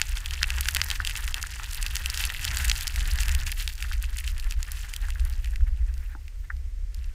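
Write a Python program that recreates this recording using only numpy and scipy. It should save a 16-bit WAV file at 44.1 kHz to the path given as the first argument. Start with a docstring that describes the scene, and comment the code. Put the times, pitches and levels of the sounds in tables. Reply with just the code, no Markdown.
"""Powder snow thrown up by skis patters on a plastic camera housing held out on a pole.
Fine spray fizzes, hard crumbs click and soft clumps knock, all coloured by the modes of the shell.
Under it the skis pack the snow with a swish and a low thrum, and gusts rumble on the microphone.
The spray thins out as the skier turns across the slope."""
import sys
import numpy as np
from scipy import signal
from scipy.fft import rfft, irfft
from scipy.io import wavfile
from scipy.ndimage import uniform_filter1d

SR = 44100
rng = np.random.default_rng(int(sys.argv[2]) if len(sys.argv) > 2 else 0)


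def dump_mix(stems):
    """Bounce the given channels to the path in sys.argv[1] as a 16-bit WAV at rate SR."""
    frames = np.atleast_2d(stems).T  # one column per channel
    limited = np.clip(frames, -1, 1)  # hard clip at full scale
    pcm = np.round(limited * 32767).astype(np.int16)
    wavfile.write(sys.argv[1], SR, pcm)


N = 314870
HIT_SAMPLES = 2048

# thick puffs of powder: centre_s, width_s, level_db
POWDER_PUFFS = [(.335, .039, -42), (1.09, 0.0097, -35), (1.175, 0.0086, -25.5), (2.21, 0.039, -27),
                (2.256, 0.021, -32.5), (2.43, 0.038, -34), (2.6, 0.053, -30), (3.21, 0.018, -26.5),
                (3.475, 0.015, -30), (3.605, 0.043, -30.5), (3.937, 0.012, -35), (4.04, 0.012, -39),
                (4.186, 0.0071, -29), (4.285, 0.035, -35.5), (4.78, 0.077, -39.5)]
# freq_hz, gain_db
SPRAY_SPECTRUM = [(150, -56), (600, -9.5), (1200, 0), (2500, 2), (4000, 0.5), (6000, -0.5), (9000, -1.5),
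                  (15000, -4)]
def spray(spray_db, grains_in_puffs=0.18):
    """Fine powder fizzes on the shell and coarser grains crackle; puffs are mostly powder."""
    power = undb(spray_db + 2.96 * walk(110)) ** 2
    puff_power = swells(POWDER_PUFFS)
    powder = patter(SPRAY_SPECTRUM, per_s=7000, scatter_db=3.8, ceiling_db=15, q=0.6, kinds=5)
    grains = patter(SPRAY_SPECTRUM, per_s=620, scatter_db=5.6, ceiling_db=17, q=2.1, kinds=11)
    fizz = undb(-6.5) * powder * np.sqrt(power + puff_power)
    crackle = undb(-1.5) * grains * np.sqrt(power + grains_in_puffs * puff_power)
    return fizz + crackle


def patter(spectrum, per_s, scatter_db, ceiling_db, q, kinds):
    """Grains land on several spots of the shell; each kind cracks at its own pitch."""
    out, f = 0, bins(N)
    for hz in np.geomspace(2300, 13500, kinds):
        crack = (hz / 4500) ** -0.2 / (1 + 1j * q * (f / hz - hz / f)) ** 2
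        shell = housing(f, spot_db=3, crack_db=0)
        out = out + impacts(per_s / kinds, scatter_db, ceiling_db) * crack * shell
    return unit(irfft(out * causal(colour(spectrum, f)), N))


# freq_hz, width_hz, gain_db
SHELL_MODES = [(820, 20, 5.5), (883, 15, 6.5), (1465, 270, 0), (1704, 460, 0.5), (2650, 210, -3.5),
               (3040, 240, -9.5), (4560, 520, -10.5), (7160, 960, -15)]
def housing(f, spot_db, crack_db):
    """Shell response: the landing spot weights the modes; the crack comes straight through."""
    out = undb(crack_db)
    for (hz, width_hz, db), spot in zip(SHELL_MODES, rng.standard_normal(len(SHELL_MODES))):
        out = out + undb(db + spot_db * spot) / (1 + 1j * (f * f - hz * hz) / (f * width_hz))
    return out


# start_s, level_db, tilt_db_per_octave, pitch_hz
BIG_CRUMBS = [(0.016, -15, 0, 7000), (0.2598, -26, 4, 3230), (0.3089, -28, 3.0, 2920),
              (0.3359, -29.5, 4, 3550), (0.4305, -14, -1.5, 5130), (0.4414, -21.5, -4.5, 2450),
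              (0.5041, -21.5, 2.5, 2500), (0.5843, -27.5, -2.5, 6920.0), (0.609, -21.5, 6, 11400),
              (0.6568, -26, -3, 6500), (0.6864, -16, 3, 1340), (0.7488, -18.5, 9, 2450),
              (0.7624, -22, -3.5, 3340), (0.7678, -18.5, -1.5, 12000.0), (0.8159, -15.5, -2, 5340),
              (0.8437, -27.5, 21, 1750.0), (0.9024, -21.5, 3, 3990.0), (0.9134, -22, 3, 3200.0),
              (1.0495, -23.5, 4, 3200.0), (1.0731, -21, 3.5, 3200.0), (1.0964, -27.5, 0, 10170.0),
              (1.1097, -30.5, 0, 2710.0), (1.1549, -26.5, -1, 2750), (1.1641, -29, 4, 6550.0),
              (1.1742, -31, 6, 9630.0), (1.2781, -27, 3.5, 2400), (1.3435, -20.5, 3.5, 3300),
              (1.428, -24.5, 5.5, 6300), (1.6431, -32.5, 5, 2430.0), (1.7329, -30.5, 6, 8160.0),
              (1.8276, -24, 3.5, 8000), (1.8642, -24, 4, 3230), (1.9561, -22.5, 6, 1560.0),
              (1.967, -23.5, 1.5, 6200.0), (2.0597, -20.5, 5, 3330), (2.1004, -24, 7, 4970.0),
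              (2.1446, -26.5, 4, 3380.0), (2.1749, -24, 5, 5550.0), (2.2055, -26, -7, 2420),
              (2.239, -22, 1, 3220), (2.2525, -24, 5, 10600), (2.301, -24.5, -2.5, 2060.0),
              (2.451, -21, 5.5, 1400.0), (2.5712, -21, 2, 7440), (2.6817, -25, 8, 7800),
              (2.6979, -17.5, 2, 5600), (2.7154, -17, 0, 3770.0), (2.8095, -26.5, 8.5, 4500),
              (2.8709, -24.5, 1, 5250.0), (2.8779, -22, 8, 5170), (2.9601, -27, 4.5, 2300.0),
              (3.0078, -29.5, -2, 3200.0), (3.158, -32, 7, 1480.0), (3.1875, -25.5, -3, 6550.0),
              (3.2334, -27, 6, 2180.0), (3.2831, -27, 3, 12000.0), (3.2935, -26.5, 3.5, 2300.0),
              (3.3501, -24, 7, 2300.0), (3.467, -29, 4, 2580), (3.5183, -26, 6, 10600),
              (3.5249, -29, -1, 2300.0), (3.6769, -23, 3, 3620), (3.8255, -26, 2, 2040),
              (3.9224, -34, 0, 5550.0), (4.0261, -31.5, 14, 1950.0), (4.171, -33.5, 11, 7500),
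              (4.1859, -29, 3, 9630.0), (4.2774, -27.5, 2.5, 3070), (4.3804, -37, 3, 10170.0),
              (4.3986, -33.5, 6, 4210.0), (4.4437, -39, 7, 2430.0), (4.5098, -29.5, 4, 5900),
              (4.5228, -30.5, 4.5, 2430.0), (4.6293, -29, 5.5, 6640), (4.7184, -28.5, 11.5, 1480.0),
              (4.9377, -29, 5, 2570.0), (4.964, -28.5, 8.5, 3140), (5.1046, -33, 6, 2550),
              (5.1969, -37.5, -1.5, 8160.0), (5.2513, -36.5, 8, 10750.0), (5.2989, -39.5, 12, 2300.0),
              (5.4454, -35.5, 4.5, 2160), (5.4579, -39, 0.5, 2430.0), (5.5591, -34.5, 1.5, 2160),
              (5.941, -45, 4, 7150), (5.979, -47, 8, 5000), (6.2807, -42, 1.5, 2430.0),
              (6.567, -52, 1, 5000), (6.9456, -40.5, 9, 4730), (7.0428, -46.5, 0, 5860.0)]
# freq_hz, gain_db
CONTACT_SPECTRUM = [(150, -11), (600, -18), (1200, -11.5), (2000, -0.5), (2700, 2.5), (5000, -1),
                    (9000, -7), (15000, -14)]
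def crumbs(spray_db, ring_db=4, ring_q=4):
    """Icy crumbs shatter on the shell; each spot rings briefly, and harder crumbs are brighter."""
    out, f = np.zeros(N), bins(HIT_SAMPLES)
    octaves = np.log2(np.clip(f, 1000, 12000) / 3700)
    for start_s, db, tilt, hz in BIG_CRUMBS + small_crumbs(spray_db):
        push = causal(colour(CONTACT_SPECTRUM, f) * undb(tilt * octaves))
        pieces = crumble(f, count=10, spread_s=0.0028, piece_db=-7.5)
        ring = 1 + undb(ring_db) / (1 + 1j * ring_q * (f / hz - hz / f))
        shell = housing(f, spot_db=1.5, crack_db=-7)
        add_hit(out, start_s, db, -irfft(push * pieces * ring * shell))
    return out


def small_crumbs(spray_db, count=36, over_spray_db=5, max_db_per_octave=15, low_hz=2500, high_hz=11000):
    """Rows of random small crumbs; their level follows the spray that carries them."""
    when, hardness, pitch = rng.random((count, 3)).T
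    level_db = spray_db[(when * N).astype(int)] + over_spray_db
    pitch_hz = low_hz * (high_hz / low_hz) ** pitch
    return list(zip(when * N / SR, level_db, max_db_per_octave * hardness, pitch_hz))


# time_s, relative_db, pitch_hz
SOFT_CLUMPS = [(0.4165, -34, 1760), (1.0025, -26.5, 1520), (1.44, -33, 1560), (1.599, -40.5, 1170),
               (3.847, -40, 1620), (3.9155, -36.5, 1460), (4.0372, -42.5, 1660), (5.0858, -43, 1430),
               (5.158, -41.5, 1710), (5.608, -51, 1600), (6.151, -46.5, 1330), (6.153, -51.5, 880),
               (6.155, -50.5, 279), (6.5013, -42, 1650), (6.504, -31, 1630), (6.509, -47, 1700),
               (6.515, -52, 1600), (6.524, -62, 1650)]
def clumps(gain_db=4, bandwidth=0.32, rise_cycles=3):
    """Soft clumps push gradually, so the shell gives a round, narrow-band knock."""
    out, f = np.zeros(N), bins(HIT_SAMPLES)
    for time_s, db, hz in SOFT_CLUMPS:
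        rise_s = rise_cycles / hz
        cushion = np.exp(-((f / hz - 1) / bandwidth) ** 2 - 2j * np.pi * f * rise_s)
        push = cushion * crumble(f, count=4, spread_s=0.012, piece_db=-11)
        shell = housing(f, spot_db=1, crack_db=-5)
        add_hit(out, time_s - rise_s, db + gain_db, irfft(push * shell))
    return out


def crumble(f, count, spread_s, piece_db):
    """Spectrum of a lump breaking as it lands: one push, then weaker pieces."""
    late = rng.uniform(0.1, 1, (count, 1))
    sizes = undb(piece_db) * rng.uniform(-1, 1, (count, 1)) * (1 - late / 2)
    return 1 + np.sum(sizes * np.exp(-2j * np.pi * f * spread_s * late), axis=0)


# centre_s, width_s, level_db
DUST_CLOUDS = [(3.55, 0.42, -53.5), (5.25, 0.54, -63), (6.01, 0.15, -59), (6.38, 0.49, -67)]
# freq_hz, gain_db
DUST_SPECTRUM = [(3000, -26), (7000, -5), (13500, 5)]
def dust():
    """The finest powder hangs in the air and brushes the housing with a high fizz."""
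    specks = impacts(per_s=1500, scatter_db=5, ceiling_db=22) * colour(DUST_SPECTRUM, bins(N))
    return unit(irfft(specks, N)) * np.sqrt(swells(DUST_CLOUDS))


# snow worked by the skis: time_s, thrown_db, packed_db
SNOW_WORK = [(0.0, -46.5, -45), (0.34, -50, -46), (0.67, -44.5, -42), (1.43, -49.5, -43),
             (1.73, -46.5, -47), (2.15, -44.5, -41), (2.36, -45.5, -46.5), (2.6, -41, -42),
             (2.84, -43, -42.5), (3.32, -45, -42.5), (3.66, -49, -53), (4.12, -52.5, -54.5),
             (4.47, -56.5, -50), (4.95, -52, -53.5), (5.3, -57.5, -51), (5.67, -65.5, -65),
             (6.03, -65, -62), (6.2, -69.5, -73), (6.86, -72.5, -74), (6.98, -64, -58.5),
             (7.14, -65.5, -61)]
def snow_levels(spray_gain_db=5, swish_gain_db=1):
    """Spray and swish levels; below each onset the skis glide and move almost no snow."""
    thrown_db, packed_db = curves(SNOW_WORK)
    spray_db = excess_db(thrown_db, onset_db=-75.5) + spray_gain_db
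    swish_db = excess_db(packed_db, onset_db=-78.5) + swish_gain_db
    return spray_db, swish_db


# centre_s, width_s, depth_db
LOAD_LULLS = [(0.25, 0.044, 3.5), (0.99, 0.027, 9), (1.036, 0.024, 5), (1.332, 0.013, 11),
              (1.54, 0.021, 6.5), (2.721, 0.032, 9), (2.934, 0.069, 5), (3.45, 0.013, 25),
              (3.56, 0.06, 7.5), (3.76, 0.033, 14), (3.975, 0.081, 4), (4.558, 0.036, 10),
              (5.139, 0.026, 9)]
def ski_load(sway_db=0.91, sways_per_s=39):
    """Load in dB: uneven snow sways it, and it dips when the skis go light."""
    t = np.arange(N) / SR
    dip_db = sum(db * bell(t, centre_s, width_s) for centre_s, width_s, db in LOAD_LULLS)
    return sway_db * walk(sways_per_s) - dip_db


# freq_hz, gain_db
SWISH_SPECTRUM = [(200, -9), (600, -12.5), (760, -8), (890, -1), (1050, -2.5), (1450, 3.5), (1850, 7.5),
                  (2200, -2), (2800, -4), (4500, -18.5)]
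# centre_s, width_s, level_db
EDGE_SCUFFS = [(.935, 0.021, -48), (2.58, 0.28, -42.5), (3.28, 0.26, -44), (3.87, 0.17, -51),
               (4.853, 0.027, -48), (5.04, 0.028, -42.5), (5.26, 0.023, -47), (5.54, 0.015, -48.5),
               (5.677, 0.017, -51.5), (5.8, 0.035, -57), (5.885, 0.032, -56), (6.015, 0.076, -57),
               (6.125, 0.034, -52.5), (6.355, 0.016, -62), (6.445, 0.016, -57)]
# freq_hz, gain_db
SCUFF_SPECTRUM = [(200, -6), (600, -25), (850, -3), (1100, -9.5), (1400, 2.5), (1600, 4.5), (1780, 6),
                  (2100, -0.5), (2800, -7), (4500, -21)]
def ski_swish(swish_db):
    """Snow packed by the skis gives way in countless small collapses; edges scuff firmer snow."""
    collapses = impacts(per_s=1300, scatter_db=4.4, ceiling_db=14)
    scrunch = unit(irfft(collapses * causal(colour(SWISH_SPECTRUM, bins(N))), N))
    scuffs = noise(SCUFF_SPECTRUM) * np.sqrt(swells(EDGE_SCUFFS)) * undb(2.7 * walk(120))
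    return scrunch * undb(swish_db - 3.3 + 2.97 * walk(90)) + scuffs


# centre_s, width_s, level_db
SNOW_BUMPS = [(.43, 0.036, -41), (.78, 0.077, -29), (1.02, 0.041, -34), (2.56, 0.34, -30),
              (3.08, 0.21, -31), (3.37, 0.27, -33), (3.86, 0.039, -34.5), (5.5, 0.72, -42),
              (6.17, 0.077, -44.5), (6.58, 0.28, -45)]
# freq_hz, gain_db
THRUM_SPECTRUM = [(35, -11), (52, -9), (66, 0.5), (80, -10), (100, -15.5), (125, -19.5), (160, -32),
                  (210, -43.5), (290, -38.5), (400, -50), (800, -41.5), (2000, -81)]
def ski_thrum(swish_db, usual_thrum_db=-39, usual_swish_db=-43, slope=0.5):
    """The skis thrum more the harder they press, and shudder over bumps of packed snow."""
    steady_db = usual_thrum_db + slope * (swish_db - usual_swish_db)
    return noise(THRUM_SPECTRUM) * np.sqrt(undb(steady_db) ** 2 + swells(SNOW_BUMPS))


# time_s, level_db
STEADY_AIR = [(0, -35.5), (1.2, -34.5), (1.5, -38), (1.85, -33), (2.4, -44), (2.87, -32), (3.15, -22.5),
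              (3.55, -29.5), (3.75, -33), (4.05, -27), (4.35, -29), (4.8, -34.5), (5.1, -27), (5.4, -25),
              (5.7, -26), (6.15, -34.5), (6.5, -34.5), (7.14, -30.5)]
# centre_s, width_s, level_db
WIND_GUSTS = [(.14, 0.073, -25.5), (.52, 0.14, -28), (.66, 0.094, -32), (.96, 0.067, -32),
              (1.08, 0.037, -30.5), (1.28, 0.084, -28), (1.85, 0.097, -28), (1.97, 0.08, -34),
              (2.08, 0.028, -27), (2.25, 0.06, -29.5), (2.69, 0.065, -21), (3.0, 0.066, -27),
              (3.98, 0.056, -44), (4.47, 0.058, -25.5), (4.58, 0.045, -22.5), (5.02, .06, -34),
              (5.23, 0.032, -19), (5.63, 0.05, -18.5), (5.72, 0.022, -22), (5.82, 0.016, -14.5),
              (6.27, 0.056, -48), (6.4, 0.02, -22.5), (6.56, 0.028, -25.5), (6.77, 0.029, -41),
              (6.89, 0.055, -39), (7.04, 0.029, -29)]
# freq_hz, gain_db
EDDY_SPECTRUM = [(10, 4), (22, -2.5), (37, 5), (49, -4.5), (58, 0.5), (66, 2), (80, -13.5), (100, -44),
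                 (160, -33), (220, -6), (600, -12)]
def wind(turbulence_db=2, sways_per_s=20, band_hz=(15, 84), gain_db=0.26):
    """Eddies buffet the microphone in a narrow bass band; airflow and gusts set their strength."""
    air_db, = curves(STEADY_AIR)
    stream = undb(air_db + turbulence_db * walk(sways_per_s))
    strength = np.sqrt(stream ** 2 + swells(WIND_GUSTS))
    strength = uniform_filter1d(strength, SR // 30)  # gust strength rises and falls smoothly, without jolts
    band = signal.butter(2, band_hz, "bandpass", fs=SR, output="sos")
    eddies = noise(EDDY_SPECTRUM)
    eddy_rms = np.sqrt(uniform_filter1d(signal.sosfiltfilt(band, eddies) ** 2, SR // 12))
    return signal.sosfiltfilt(band, eddies / eddy_rms * strength * undb(gain_db))


# freq_hz, gain_db
HISS_SPECTRUM = [(100, 13.5), (300, 7), (520, 8), (700, -3.5), (2000, 8), (3500, 0), (5300, 2), (8300, -1),
                 (10500, -8), (13700, -8), (16000, -22)]
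def hiss(level_db=-60.5):
    """Faint steady hiss."""
    return undb(level_db) * noise(HISS_SPECTRUM)


def undb(db):
    """Decibels to gain."""
    return 10 ** (np.asarray(db) / 20)


def unit(x):
    """Scale to rms 1."""
    return x / np.sqrt(np.mean(x ** 2))


def excess_db(db, onset_db):
    """Level left over a threshold, at most 20 dB down."""
    return 20 * np.log10(np.maximum(undb(db) - undb(onset_db), undb(db) / 10))


def curves(table):
    """Table columns interpolated per sample."""
    time_s, *columns = np.transpose(table)
    return [np.interp(np.arange(N) / SR, time_s, column) for column in columns]


def bell(t, centre_s, width_s):
    """Gaussian with peak 1 and full width width_s at 1/e."""
    return np.exp(-(2 * (t - centre_s) / width_s) ** 2)


def swells(table):
    """Summed power of bell-shaped swells."""
    t, power = np.arange(N) / SR, np.zeros(N)
    for centre_s, width_s, db in table:
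        near = slice(max(int((centre_s - 2 * width_s) * SR), 0), int((centre_s + 2 * width_s) * SR))
        power[near] += undb(db) ** 2 * bell(t[near], centre_s, width_s)
    return power


def walk(per_s):
    """Random steps smoothed twice, rms 1."""
    hold = max(int(SR / per_s), 1)
    steps = np.repeat(rng.standard_normal(N)[:N // hold + 1], hold)
    return unit(uniform_filter1d(uniform_filter1d(steps, hold), hold)[:N])


def bins(samples):
    """FFT frequencies, floored at 1 Hz."""
    return np.maximum(np.fft.rfftfreq(samples, 1 / SR), 1)


def colour(spectrum, f):
    """Gain of a spectrum table at frequencies f."""
    hz, db = np.transpose(spectrum)
    return undb(np.interp(np.log(f), np.log(hz), db))


def causal(gain):
    """Minimum-phase response: starts at once, then dies away."""
    cepstrum = irfft(np.log(gain + 1e-9))
    half = len(cepstrum) // 2
    cepstrum[1:half] *= 2
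    cepstrum[half + 1:] = 0
    return np.exp(rfft(cepstrum))


def noise(spectrum):
    """Coloured noise, rms 1."""
    return unit(irfft(rfft(rng.standard_normal(N)) * colour(spectrum, bins(N)), N))


def impacts(per_s, scatter_db, ceiling_db):
    """Spectrum of random impulses: most tiny, a few large."""
    lands = rng.random(N) < per_s / SR
    size = undb(np.minimum(scatter_db * rng.exponential(1, N), ceiling_db))
    return rfft(lands * size * rng.choice([-1, 1], N))


def add_hit(out, start_s, level_db, hit):
    """Mix in a hit with level_db rms over its loudest 5 ms."""
    start = max(int(start_s * SR), 0)
    peak_rms = np.sqrt(uniform_filter1d(hit ** 2, SR // 200).max())
    out[start:start + len(hit)] += hit[:N - start] * undb(level_db) / peak_rms


def scene():
    """Mono mix; the load on the skis makes spray and swish surge together."""
    spray_db, swish_db = snow_levels()
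    rumble = wind()
    load_db = ski_load()
    powder = spray(spray_db + load_db) + dust()
    skis = ski_swish(swish_db + load_db) + ski_thrum(swish_db)
    hits = clumps() + crumbs(spray_db)
    return (powder + hits + skis + rumble + hiss())[None]


def record(dry, cutoff_hz=15400):
    """The camera cuts the top treble."""
    return signal.sosfilt(signal.ellip(8, 0.2, 70, cutoff_hz, fs=SR, output="sos"), dry)


dry = scene()
out = record(dry)
dump_mix(out)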